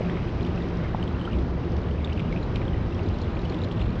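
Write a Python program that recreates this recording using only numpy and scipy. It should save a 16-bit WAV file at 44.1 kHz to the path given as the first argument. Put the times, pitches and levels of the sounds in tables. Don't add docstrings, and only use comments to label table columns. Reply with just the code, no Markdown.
import sys
import numpy as np
from scipy import signal
from scipy.fft import rfft, irfft
from scipy.io import wavfile

SR = 44100
rng = np.random.default_rng(int(sys.argv[2]) if len(sys.argv) > 2 else 0)


def wav_record(signal):
    frames = np.transpose(np.atleast_2d(signal))
    bounded = np.clip(frames, -1, 1)
    quanta = np.round(bounded * 32767).astype(np.int16)
    wavfile.write(sys.argv[1], SR, quanta)


N = 176400
TIME = np.arange(N) / SR
AGE = TIME[:SR // 10]


def rush():
    # (frequency [Hz], relative density [dB])
    spectrum = [(25, -22), (34, -3), (45, -3), (62, 0.5), (100, 0), (145, -6), (230, -8.5), (350, -12.5),
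                (480, -15.5), (680, -21), (1100, -25), (1650, -31), (2300, -35), (3100, -39), (4000, -43),
                (5400, -56)]
    # (time [s], gain [dB])
    hiss_swell = [(0, 1.5), (.45, 0.5), (.85, 1.5), (1.15, -0.4), (1.5, -1.5), (2.0, -1), (2.6, 0),
                  (3.15, -1), (3.45, .5), (3.85, -1.5), (4, 1.5)]
    # (time [s], gain [dB])
    rumble_swell = [(0, -4), (.45, 1), (.7, -3), (.9, 1.5), (1.15, 0), (1.8, -1), (2.35, 1), (2.8, 1),
                    (3.3, 2), (3.65, -4.5), (3.82, 3), (3.9, -2.5), (4, 3)]
    level_db, flutter_db = -27.5, 0.73
    rumble_below_hz, hiss_above_hz = 140, 1200
    hiss_db, = in_time(hiss_swell)
    rumble_db, = in_time(rumble_swell)
    points_hz, points_db = np.transpose(spectrum)
    edges = 25 * 2 ** (np.arange(25) / 3)
    white = rng.standard_normal((2, N + SR))
    out = np.zeros(N)
    for k, (low, high) in enumerate(zip(edges, edges[1:])):
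        hz = np.sqrt(low * high)
        band = bandpass(white[k % 2], low, high)[SR:]
        band_db = np.interp(np.log(hz), np.log(points_hz), points_db) + flutter_db * drift(15)
        swell_db = hiss_db * (hz > hiss_above_hz) + rumble_db * (hz < rumble_below_hz)
        out += band * from_db(band_db + swell_db)
    return from_db(level_db) * rms_one(out)


def drone():
    # (time [s], pitch [Hz], rms level [dB])
    climb = [(0, 57.62, -55), (1.24, 57.61, -50.5), (1.36, 61.75, -23.5), (1.58, 64.43, -34.5),
             (1.76, 70.09, -32.5), (2.1, 76.26, -26), (2.25, 77.2, -40), (2.45, 79.46, -38),
             (2.58, 81.63, -32.5), (2.76, 84.6, -48), (3.0, 87.63, -32), (3.35, 84.8, -47),
             (3.5, 93.6, -47), (3.62, 88.2, -26.5), (3.72, 98.3, -41.5), (3.82, 107.2, -30.5),
             (4, 110, -35.5)]
    waver_hz = 2
    hz, db = in_time(climb)
    phase = 2 * np.pi * np.cumsum(hz + waver_hz * drift(6.8)) / SR
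    return from_db(db) * np.sqrt(2) * np.sin(phase)


def plops():
    # (time [s], peak level [dB], mid pitch [Hz])
    pockets = [(.0075, -15.5, 490), (0.947, -15.5, 780)]
    cycles, glide_ratio = 2.6, 1.21
    thump_hz, thump_db = 181, -1
    thump = np.sin(2 * np.pi * thump_hz * AGE) * fade(t60_s=0.028)
    out = np.zeros(N)
    for s, db, hz in pockets:
        add(out, s, from_db(db) * chirp(hz / glide_ratio, hz * glide_ratio, cycles / hz))
        add(out, s, from_db(db + thump_db) * thump)
    return out


def bubbles():
    # (time [s], peak level [dB], start pitch [Hz], end pitch [Hz], length [s])
    chirps = [(.068, -39.5, 2290, 2750, .009), (0.096, -33, 1550, 2760, 0.0049),
              (0.0972, -37.5, 2970, 3680, 0.0066), (0.166, -35.5, 1200, 1310, .012),
              (0.17, -35, 1850, 2970, 0.0084), (0.408, -39.5, 2770, 4500, 0.0065),
              (0.429, -41, 3930, 4230, 0.0054), (0.448, -39.5, 2560, 3650, 0.009),
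              (.575, -37, 2480, 2880, 0.0076), (0.621, -41.5, 3390, 4010, 0.0054),
              (1.0271, -32, 2840, 3360, 0.0055), (1.077, -34.5, 3080, 3260, 0.0033),
              (1.194, -40.5, 3230, 3250, 0.0053), (1.212, -37, 2750, 3420, 0.0072),
              (1.25, -35.5, 3050, 3200, 0.0096), (1.275, -29, 1300, 1425, 0.0098),
              (1.330, -36.5, 2570, 3570, .007), (1.336, -37.5, 2280, 2530, .007),
              (2.0452, -28.5, 3510, 3850, .006), (2.074, -34.5, 2740, 2220, 0.0029),
              (2.125, -39, 2950, 3010, 0.0061), (2.174, -38, 2340, 3550, .013),
              (2.2, -30, 2080, 3070, 0.0036), (2.325, -33.5, 2300, 2060, 0.0097),
              (2.361, -32, 2440, 2510, 0.0069), (2.373, -37, 2420, 2920, .005),
              (2.429, -40, 4050, 4160, .005), (2.6163, -31.5, 2180, 2350, 0.0035),
              (2.62, -36.5, 1840, 1900, .006), (2.679, -37, 2960, 3640, 0.0063),
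              (2.924, -39, 2560, 2900, 0.0073), (2.992, -35, 2600, 2750, 0.0038),
              (3.367, -35, 2300, 2540, 0.0049), (3.452, -37.5, 3090, 2850, 0.012),
              (3.497, -38.5, 4170, 4250, .005), (3.617, -38.5, 3460, 4050, 0.0031),
              (3.636, -36.5, 3850, 4080, .005), (3.643, -38.5, 4070, 4250, 0.0046),
              (3.712, -34, 2620, 4230, 0.0055)]
    pop_db, pop_within_s, pop_spread_octaves = -12, 0.011, 0.088
    out = np.zeros(N)
    for s, db, start_hz, end_hz, length_s in chirps:
        add(out, s, from_db(db) * chirp(start_hz, end_hz, length_s))
        add(out, s, from_db(db) * .4 * spray(start_hz))
        for delay, detune in zip(rng.random(2), rng.standard_normal(2)):
            pop = spray(end_hz * 2 ** (pop_spread_octaves * detune))
            add(out, s + pop_within_s * delay, from_db(db + pop_db) * pop)
    return out


def splashes():
    # (time [s], peak level [dB], centre [Hz])
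    ticks = [(0.449, -40, 4270), (0.5595, -40, 4700), (0.686, -44.5, 4350), (0.7703, -42, 4740),
             (1.387, -37.5, 3200), (1.7194, -39, 4300), (1.766, -39, 4860), (2.098, -36.5, 2930),
             (2.1313, -38.5, 5020), (2.195, -28, 2630), (2.325, -37.5, 3170), (2.558, -25.5, 2930),
             (2.568, -36, 2500), (2.628, -36, 2820), (2.946, -42, 5080), (3.0874, -40.5, 4400),
             (3.185, -40.5, 4280), (3.2157, -37.5, 4710), (3.392, -39, 3520), (3.417, -41.5, 4520),
             (3.45, -39.5, 3550), (3.5445, -35, 3030), (3.6465, -35.5, 3080), (3.6872, -42, 3600),
             (3.8151, -31.5, 2570)]
    out = np.zeros(N)
    for s, db, hz in ticks:
        add(out, s, from_db(db) * spray(hz))
    return out


def gurgles():
    # (time [s], length [s], rms level at the crest [dB], centre [Hz])
    swells = [(0.059, 0.22, -52.5, 1950), (0.354, .35, -35.5, 287), (0.756, 0.14, -46, 1894),
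              (1.09, 0.16, -49, 1300), (2.176, 0.18, -30, 166), (2.277, 0.18, -29, 102.6),
              (2.532, 0.058, -47.5, 2225), (3.775, 0.091, -49.5, 2400)]
    width_share, flutter_db = .48, 3.5
    out = np.zeros(N)
    for s, length_s, db, hz in swells:
        churn = rng.standard_normal(N) * from_db(flutter_db * drift(53))
        for _ in range(2):
            churn = resonance(churn, hz, width_share * hz)
        swell = np.sin(np.pi * np.clip((TIME - s) / length_s, 0, 1))
        out += from_db(db) * rms_one(churn) * swell
    return out


def trickle():
    # (time [s], rms level [dB], centre [Hz])
    fizz = [(0, -56, 2740), (.1, -53, 2710), (.3, -55, 2874), (.45, -55.5, 2850), (.65, -58, 2865),
            (.95, -63, 2676), (1.08, -56.5, 3060), (1.35, -54.5, 2910), (1.5, -60, 2750), (1.8, -55, 2904),
            (2.15, -51, 2700), (2.48, -61, 2820), (2.62, -53.5, 2580), (2.85, -56, 2750), (3.1, -56, 3180),
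            (3.3, -56, 3235), (3.42, -58, 2990), (3.82, -51.5, 3250), (4, -61.5, 3100)]
    base_rate_per_s, clump_db, size_spread_db = 450, 4, 4.5
    spread_octaves, max_half_rise_octaves, base_length_s = 0.307, 0.27, .006
    level_db, centre_hz = in_time(fizz)
    birth_chance = base_rate_per_s * from_db(clump_db * drift(12)) / SR
    births = np.flatnonzero(rng.random(N) < birth_chance)
    size = from_db(size_spread_db * np.minimum(rng.exponential(1, N), 4))
    detune = 2 ** (spread_octaves * rng.standard_normal(N))
    glide = 2 ** (max_half_rise_octaves * rng.random(N))
    length_s = base_length_s * 2 ** rng.uniform(-1.2, 1, N)
    out = np.zeros(N)
    for i in births:
        hz = centre_hz[i] * detune[i]
        ring = chirp(hz / glide[i], hz * glide[i], length_s[i])
        add(out, i / SR, size[i] / detune[i] * ring)
    return from_db(level_db) * rms_one(out)


def pump():
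    # (pitch [Hz], width [Hz], rms level [dB])
    hum_bands = [(33.76, 3.6, -43), (173.1, 3, -40.5)]
    # (time [s], rms level [dB])
    vane_swell = [(0, -40), (1.0, -35), (1.5, -35.5), (1.9, -56.5), (2.25, -39.5), (2.7, -48.5), (4, -38)]
    vane_hz, waver_db = 176.2, 1.5
    hum = sum(from_db(db) * ringing_noise(hz, width_hz) for hz, width_hz, db in hum_bands)
    vane_db, = in_time(vane_swell)
    vane_tone = np.sqrt(2) * np.sin(2 * np.pi * vane_hz * TIME)
    return hum + from_db(vane_db + waver_db * drift(0.87)) * vane_tone


def pipe_modes():
    # (pitch [Hz], width [Hz], rms level [dB])
    modes = [(116.7, 9.9, -43), (214.7, 10, -51.5), (269.3, 24, -49.5), (346, 38, -41.5)]
    swell_db = 2.5
    return sum(from_db(db + swell_db * drift(2.2)) * ringing_noise(hz, width_hz)
               for hz, width_hz, db in modes)


def in_pipe(x):
    echo_db = -14
    tail = rng.standard_normal(len(AGE)) * fade(t60_s=0.16)
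    echo = signal.fftconvolve(x, tail / np.linalg.norm(tail))[:N]
    return x + from_db(echo_db) * echo


def chirp(start_hz, end_hz, length_s):
    progress = np.arange(0, 1, 1 / (length_s * SR))
    phase = 2 * np.pi * np.cumsum(start_hz * (end_hz / start_hz) ** progress) / SR
    return np.sin(phase) * np.sin(np.pi * progress ** 0.61) ** 2


def spray(hz):
    edge_ratio = 2 ** .27
    burst = rng.standard_normal(len(AGE)) * fade(t60_s=.015)
    tick = bandpass(burst, hz / edge_ratio, hz * edge_ratio)
    return tick / np.abs(tick).max()


def ringing_noise(hz, width_hz):
    return rms_one(resonance(rng.standard_normal(N + SR), hz, width_hz)[SR:])


def resonance(x, hz, width_hz):
    r = np.exp(-np.pi * width_hz / SR)
    feedback = [1, -2 * r * np.cos(2 * np.pi * hz / SR), r * r]
    return signal.lfilter(np.array([1, 0, -1]) * (1 - r * r) / 2, feedback, x + 1e-18)


def bandpass(x, low_hz, high_hz):
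    return signal.sosfilt(signal.butter(2, [low_hz, high_hz], "band", fs=SR, output="sos"), x)


def drift(rate_hz):
    hop, settle = 40, 2000
    r = np.exp(-2 * np.pi * rate_hz * hop / SR)
    noise = rng.standard_normal(N // hop + settle + 2)
    slow = signal.lfilter([1], [1, -2 * r, r * r], noise)[settle:]
    return np.interp(np.arange(N) / hop, np.arange(len(slow)), rms_one(slow))


def fade(t60_s):
    return from_db(-60 * AGE / t60_s)


def in_time(rows):
    s, *columns = np.transpose(rows)
    return [np.interp(TIME, s, column) for column in columns]


def add(out, s, sound):
    start = max(int(s * SR), 0)
    out[start:start + len(sound)] += sound[:max(N - start, 0)]


def from_db(db):
    return 10 ** (np.asarray(db) / 20)


def rms_one(x):
    return x / np.sqrt(np.mean(x ** 2) + 1e-20)


def scene():
    bed = rush() + pump() + drone()
    sparkle = in_pipe(bubbles() + splashes() + trickle())
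    return (bed + sparkle + gurgles() + plops() + pipe_modes())[None]


def record(dry):
    sampling_hz, mirror_db_per_hz, cutoff_hz = 11025, -.013, 8400
    step = SR // sampling_hz
    hz = np.arange(N // 2 + 1) * SR / N
    above_fold_hz = np.maximum(hz - sampling_hz / 2, 0)
    band_limited = irfft(rfft(dry) * (above_fold_hz == 0), N)
    sampled = band_limited * step * (np.arange(N) % step == 0)
    smooth = irfft(rfft(sampled) * from_db(mirror_db_per_hz * above_fold_hz), N)
    return signal.sosfilt(signal.ellip(10, .1, 80, cutoff_hz, fs=SR, output="sos"), smooth)


dry = scene()
out = record(dry)
wav_record(out)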